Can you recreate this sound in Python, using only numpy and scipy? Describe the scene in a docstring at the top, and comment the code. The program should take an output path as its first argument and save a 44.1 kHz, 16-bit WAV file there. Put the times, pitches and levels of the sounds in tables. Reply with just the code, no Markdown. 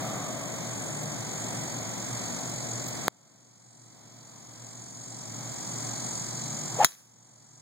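"""Drive from a tree-lined tee

A golfer brushes the grass and swings: the shaft whistles, the hollow metal head cracks and rings,
and the trees answer. Cicadas buzz overhead on a bed of far roads and a droning mower, while a cart
rolls off to the left. A sharp tick, and later the strike, duck the mix, which then creeps back up."""
import sys
import numpy as np
from scipy import signal
from scipy.fft import rfft, irfft, next_fast_len
from scipy.io import wavfile
from scipy.ndimage import map_coordinates

SR = 44100
rng = np.random.default_rng(int(sys.argv[2]) if len(sys.argv) > 2 else 0)


def generate_wav(signal):
    """Clip the signal to [-1, 1] and save it as 16-bit WAV at the path in sys.argv[1]."""
    frames = np.transpose(np.atleast_2d(signal))
    scaled = np.clip(frames, -1, 1) * 32767
    pcm = np.round(scaled).astype(np.int16)
    wavfile.write(sys.argv[1], SR, pcm)


N = 335601
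TIME = np.arange(N) / SR

# Road murmur, centre and sides of the image. Each row: frequency in Hz, relative level in dB.
ROADS_MID = [(25, -85), (55, -79), (78, -62), (92, -66.5), (125, -54), (200, -59), (280, -64.5),
             (430, -79.5), (680, -74.5), (1150, -82.5), (1700, -88), (2200, -83), (2850, -93), (3200, -87),
             (3800, -90), (10000, -100), (15000, -100)]
ROADS_SIDE = [(25, -103), (60, -94.5), (120, -76), (300, -90.5), (520, -81.5), (1000, -82), (1700, -82.5),
              (2200, -92.5), (2950, -94), (3450, -82.5), (10000, -103), (15000, -99)]
# The mower's tones beside its engine note. Each row: pitch in Hz, level in dB, flutters per second.
MOWER_TONES = [(149.5, -42.7, 4), (1613, -72, 5)]
# The dull roar of its blades. Each row: frequency in Hz, relative level in dB.
BLADE_ROAR = [(100, -81), (200, -66), (330, -70.5), (450, -78), (700, -93), (2000, -120)]
# The cart's tyres and drive. 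Each row: frequency in Hz, relative level in dB.
CART_ROLL = [(60, -96), (150, -70), (300, -71), (420, -77), (650, -71.8), (1000, -91), (1500, -84),
             (2100, -79.5), (3000, -104.5), (6000, -110)]
# Their fade as the cart leaves. Each row: time in seconds, gain in dB.
CART_FADE = [(0, .5), (3, -2.5), (4.3, -14.5), (6.3, -14.5), (7.6, -21)]
# Cicada body resonances, upper and lower. Each row: centre in Hz, half-width in Hz, relative level in dB.
HIGH_BODY = [(5770, 70, -5), (6020, 140, -5.5), (6350, 110, -10), (6655, 150, 2), (7030, 90, -1.5),
             (7555, 150, .5), (8150, 470, -5)]
LOW_BODY = [(4030, 65, -1), (4485, 105, 0), (4880, 140, 0), (5280, 130, 1)]
# The cicada's muscle, slowly tiring. Each row: time in seconds, strokes per second.
STROKE_RATE = [(0, 46.9), (1.5, 46.5), (2.6, 46.35), (4.4, 45.9), (5.4, 45.6), (6.2, 45.7), (7.6, 45.7)]
# The club touching grass. Each row: peak time in seconds, level in dB, fade in and out in seconds.
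GRASS_TOUCHES = [(1.031, -46, .006), (2.5, -52, .004), (2.884, -43, .012)]
# The colour of brushed grass. Each row: frequency in Hz, relative level in dB.
GRASS_EQ = [(3000, -40), (8000, -6), (13000, 7.5), (16000, 5.5)]
# The swing's low rush of air and its bright hiss. Each row: frequency in Hz, relative level in dB.
RUSH_EQ = [(80, -12.5), (200, -3.5), (350, -1.5), (620, 9), (1000, 4.5), (1400, -7), (3000, -30)]
HISS_EQ = [(500, -25), (1000, -3), (1400, 0), (2000, -2), (2600, 3), (4000, -13), (9000, -17), (14000, -31)]
# Modes ringing from the strike: the short 2650 Hz row is the ball, the rest the hollow club head. Each row:
# pitch in Hz, relative level in dB, seconds to fall 60 dB.
STRIKE_MODES = [(1857, -6, .007), (2650, -5, .007), (3284, -20, .08), (3390, -23, .05), (3903, -21.5, .08),
                (5330, -21, .09), (5660, -15, .04), (6175, -7, .045), (6480, -12, .04), (6790, -5, .05),
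                (7138, -18, .06), (7849, -20, .05), (8027, -17, .05), (8300, -22, .06), (9254, -16, .045),
                (9781, -15, .05), (10800, -26, .06), (12610, -12, .04), (14670, -25, .07), (15450, -17, .05)]
# The crack of face on ball. Each row: frequency in Hz, relative level in dB.
CRACK_EQ = [(60, -13), (300, 2), (900, 0), (1700, 0), (3000, 0), (4200, -2), (5200, 0), (6400, 3.5),
            (8200, -4), (12000, -7), (15000, -2)]
# Slaps off nearby trunks. Each row: delay in seconds, relative level in dB.
TRUNK_SLAPS = [(.021, -36), (.075, -44), (.084, -48), (.105, -49)]
# What bark reflects, and the colour of the trees' tail. Each row: frequency in Hz, relative level in dB.
BARK_EQ = [(100, -6), (2000, -4), (7000, -1), (14000, -13)]
TREE_TAIL_EQ = [(100, -6.5), (500, -2.5), (1500, -5), (4600, -4), (5400, 3.5), (7000, 1.5), (10000, -1),
                (15000, -9)]

FASTEST_S, STRIKE_S = 6.831, 6.8461  # the club reaches top speed, then meets the ball


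def amp(db):
    """Decibels as a gain."""
    return 10 ** (np.asarray(db) / 20)


def unit(x):
    """x scaled to an rms of 1."""
    return x / np.sqrt(np.mean(x ** 2) + 1e-20)


def curve(rows):
    """An automation line through (seconds, value) points."""
    return np.interp(TIME, *np.transpose(rows))


def wobble(rate):
    """A smooth random curve, rate knots a second."""
    return map_coordinates(rng.standard_normal(int(N * rate / SR) + 4), [TIME * rate])


def bump(peak_s, width_s):
    """A bell-shaped envelope."""
    return np.exp(-((TIME - peak_s) / width_s) ** 2)


def dying(start, t60):
    """An envelope that opens at start and falls 60 dB in t60 seconds."""
    return (TIME >= start) * np.exp(-np.log(1000) * np.abs(TIME - start) / t60)


def phase(hz):
    """Running angle of a changing frequency."""
    return 2 * np.pi * np.cumsum(hz) / SR


def filtered(x, response):
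    """x through a complex frequency response."""
    m = next_fast_len(N + SR // 2)
    return irfft(rfft(x, m) * response(np.fft.rfftfreq(m, 1 / SR)), m)[..., :N]


def coloured(x, eq):
    """x through an EQ of (Hz, dB) points on a log axis."""
    f, db = np.transpose(eq)
    return filtered(x, lambda hz: amp(np.interp(np.log(hz + 1), np.log(f), db)))


def noise(eq):
    """Noise whose density follows (Hz, dB per Hz) points."""
    return coloured(rng.standard_normal(N) * np.sqrt(SR / 2), eq)


def wide_noise(eq):
    """Separate noise left and right, each of rms 1."""
    return np.array([unit(noise(eq)) for side in range(2)])


def whirr(hz, flutter):
    """A fuzzy tone of rms 1 whose strength and phase drift, flutter times a second."""
    drift = wobble(flutter) + 1j * wobble(flutter)
    return unit(np.real(drift * np.exp(1j * phase(hz + np.zeros(N)))))


def panned(x, lead_ms):
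    """Pan by arrival time: the left channel leads by lead_ms."""
    return filtered(x, lambda hz: np.exp(np.outer([1, -1], 1j * np.pi * hz * lead_ms / 1000)))


def scattered(x, t60):
    """The diffuse stereo tail that leaves and branches throw back."""
    t = np.arange(SR // 2) / SR
    tail = rng.standard_normal((2, len(t))) * np.exp(-np.log(1000) * t / t60)
    return signal.oaconvolve(x[None], tail / np.linalg.norm(tail[0]), axes=1)[:, :N]


def traffic(gain_db):
    """Far roads murmur from all around."""
    mid, side = noise(ROADS_MID), noise(ROADS_SIDE)
    return np.array([mid + side, mid - side]) * amp(gain_db + 1.1 * wobble(3))


def mower(roar_db, engine_hz=118.6):
    """An engine drone throbs against its own scattered echoes; the blades roar dully from the left."""
    direct = unit(np.sin(phase(engine_hz * (1 + .02 * wobble(20)))))
    echoes = whirr(engine_hz, flutter=16)
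    engine = amp(-37.3 + .3 * TIME) * (1.05 * direct + .8 * echoes)  # slowly nearing
    tones = sum(amp(db) * whirr(hz, flutter) for hz, db, flutter in MOWER_TONES)
    blades = noise(BLADE_ROAR) * amp(roar_db)
    return panned(engine + tones, lead_ms=-.03) + panned(blades, lead_ms=.5)


def cart(nearest_s=.12, pass_s=.45, gear_hz=690):
    """The gear whirr sinks and fades as the cart passes; its tyres roll on to the left."""
    along = (TIME - nearest_s) / pass_s
    distance = np.hypot(1, along)
    hz = gear_hz * (1 - .19 * along / distance)
    first_pair = whirr(hz, flutter=230)
    second_pair = amp(-7) * whirr(1.77 * hz, flutter=320)
    gears = (first_pair + second_pair) * amp(-46) / distance ** 2
    tyres = noise(CART_ROLL) * amp(curve(CART_FADE) + .7 * wobble(6))
    return panned(tyres, lead_ms=.22) + gears


def tymbal(body, stroke, click_gap_s, swell_db, rasp, click_width_s=.00003):
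    """Each muscle stroke buckles a run of ribs; their clicks ring a body that wavers as it flexes."""
    even_ribs = (stroke - .5) / curve(STROKE_RATE) / click_gap_s
    rib = even_ribs + .004 * even_ribs ** 2  # each rib follows a little sooner than the last
    from_click_s = (rib - np.round(rib)) * click_gap_s
    swell = amp(-swell_db * np.cos(2 * np.pi * stroke))
    clicks = unit(swell * np.exp(-(from_click_s / click_width_s) ** 2))
    leaf_blur = .4 * scattered(clicks, t60=.008)
    grit = rasp * unit(swell * rng.standard_normal((2, N)))
    drive = panned(clicks, lead_ms=.051) + leaf_blur + grit
    resonance = lambda hz, width: filtered(drive, lambda f: 1 / (1 + ((f - hz) / width) ** 2))
    return unit(sum(resonance(hz, width) * amp(db + 1.2 * wobble(7)) for hz, width, db in body))


def cicadas(warm_up_s=1.4):
    """Two tymbals pulse together: the upper buzz grows steadily, the lower one warms up and holds."""
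    rate = curve(STROKE_RATE) * (1 + .002 * wobble(20))
    stroke = phase(rate) / (2 * np.pi) % 1
    high = tymbal(HIGH_BODY, stroke, click_gap_s=.001985, swell_db=2.9, rasp=1.45)
    low = tymbal(LOW_BODY, stroke, click_gap_s=.002232, swell_db=3.4, rasp=1.35)
    high_db = -43.3 + .5 * TIME
    low_db = -49.3 - 10 * np.exp(-TIME / warm_up_s)
    return amp(high_db) * high + amp(low_db) * low


def tick(start_s=3.08132):
    """One sharp tick, dead centre: a spike with a brief dull push behind it."""
    return -amp(14) * dying(start_s, t60=.0002) - amp(21.2) * dying(start_s, t60=.0026)


def grass_brushes():
    """The club head grazes the grass as the golfer takes aim."""
    touch = sum(amp(db) * np.exp(-np.abs(TIME - s) / fade) for s, db, fade in GRASS_TOUCHES)
    return touch * wide_noise(GRASS_EQ)


def head_whistle(pass_s=6.818, pass_hz=1700):
    """The head's thin whistle falls as it flies past."""
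    hz = pass_hz * (1 - np.clip(6.5 * (TIME - pass_s), -.5, .5))
    return np.sin(phase(hz * (1 + .02 * wobble(200)))) * amp(-38.5) * bump(pass_s, width_s=.012)


def swing(whistle_hz=895, hum_hz=670, beat_hz=96):
    """Vortices shed by the shaft whistle higher as it speeds up, inside a rush of air that brightens."""
    braked = np.where(TIME < STRIKE_S, 1, .75)  # the hit takes a quarter of the speed
    speed = braked / (1 + ((TIME - FASTEST_S) / .072) ** 2)
    swell = lambda db_per_s: braked ** 3 * amp(-db_per_s * np.abs(TIME - FASTEST_S))
    flare = amp(22.5 * bump(6.8085, width_s=.016))  # the whistle's beam sweeps over the listener
    # Vortices from head and shaft beat against each other.
    beats = 1 - .48 * np.cos(2 * np.pi * beat_hz * (TIME - FASTEST_S))
    tone = unit(np.sin(phase(whistle_hz * speed * (1 + .045 * wobble(150)))))
    whistle = tone * flare * beats * amp(-36.3 + 1.5 * wobble(170)) * swell(db_per_s=330)
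    head = head_whistle()
    # The thicker upper shaft hums lower.
    hum = whirr(hum_hz * speed, flutter=200) * amp(-32) * bump(6.810, width_s=.032)
    rush = unit(noise(RUSH_EQ)) * amp(-29) * swell(db_per_s=270)
    hiss = unit(noise(HISS_EQ)) * amp(-33) * swell(db_per_s=420)
    return panned(whistle + hum + head + rush + hiss, lead_ms=.068)


def strike_ring():
    """The hollow head's modes, with the ball's brief one, ring from the strike, each wandering a little in
    phase."""
    t = np.arange(SR // 4) / SR
    drift = lambda: .04 * np.cumsum(rng.standard_normal(len(t)))
    ring = sum(amp(db - 60 * t / t60) * np.sin(2 * np.pi * hz * t + drift())
               for hz, db, t60 in STRIKE_MODES)
    return np.pad(ring, (round(STRIKE_S * SR), N))[:N]


def strike(thud_hz=135):
    """The face cracks on the ball with a dull push, the head rings, and turf and trees throw it back."""
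    crack = unit(noise(CRACK_EQ)) * dying(STRIKE_S, t60=.0047) * amp(30.5)
    ring = amp(15) * strike_ring()
    thud = amp(9) * dying(STRIKE_S, t60=.04) * np.sin(2 * np.pi * thud_hz * (TIME - STRIKE_S))
    turf = wide_noise(CRACK_EQ) * dying(STRIKE_S, t60=.051) * amp(3)
    slaps = sum(amp(db) * np.roll(crack, round(delay * SR)) for delay, db in TRUNK_SLAPS)
    trunks = coloured(slaps, BARK_EQ)
    trees = wide_noise(TREE_TAIL_EQ) * dying(STRIKE_S + .012, t60=.45) * amp(-19.5 + 1.5 * wobble(100))
    ring_tail = scattered(ring, t60=.4) * amp(-23)
    direct = panned(crack, lead_ms=.085) + panned(ring + thud, lead_ms=.04)
    return direct + turf + trunks + trees + ring_tail


def scene():
    """The bed of the course, with the golfer's aim, swing and strike up front."""
    far_db = .1 - .33 * TIME  # roads and blade roar slowly sink
    bed = traffic(far_db) + cart() + mower(far_db) + cicadas()
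    return bed + grass_brushes() + tick() + swing() + strike()


def gain_control(x, ceiling_db, recovery_db_per_s):
    """Peaks pull the gain down at once; it climbs back at a steady rate."""
    peak_db = 20 * np.log10(np.abs(x).max(axis=0) + 1e-9)
    excess_db = np.maximum(peak_db - ceiling_db, 0)
    climb_db = recovery_db_per_s * TIME
    return x * amp(climb_db - np.maximum.accumulate(excess_db + climb_db))


def widened(x, delay_samples=16):
    """Each channel loses a delayed copy of the other, spreading the image."""
    return x - np.pad(x[::-1], ((0, 0), (delay_samples, 0)))[:, :N]


def record(dry):
    """Microphone overload, gain control, stereo widening, peak clipping and a steep high cut."""
    overload, high_cut_hz = amp(23.7), 15800
    ducked = gain_control(np.clip(dry, -overload, overload), ceiling_db=-3, recovery_db_per_s=9.3)
    clipped = np.clip(widened(ducked), -.9, .9)
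    return filtered(clipped, lambda hz: 1 / np.hypot(1, (hz / high_cut_hz) ** 80))


dry = scene()
out = record(dry)
generate_wav(out)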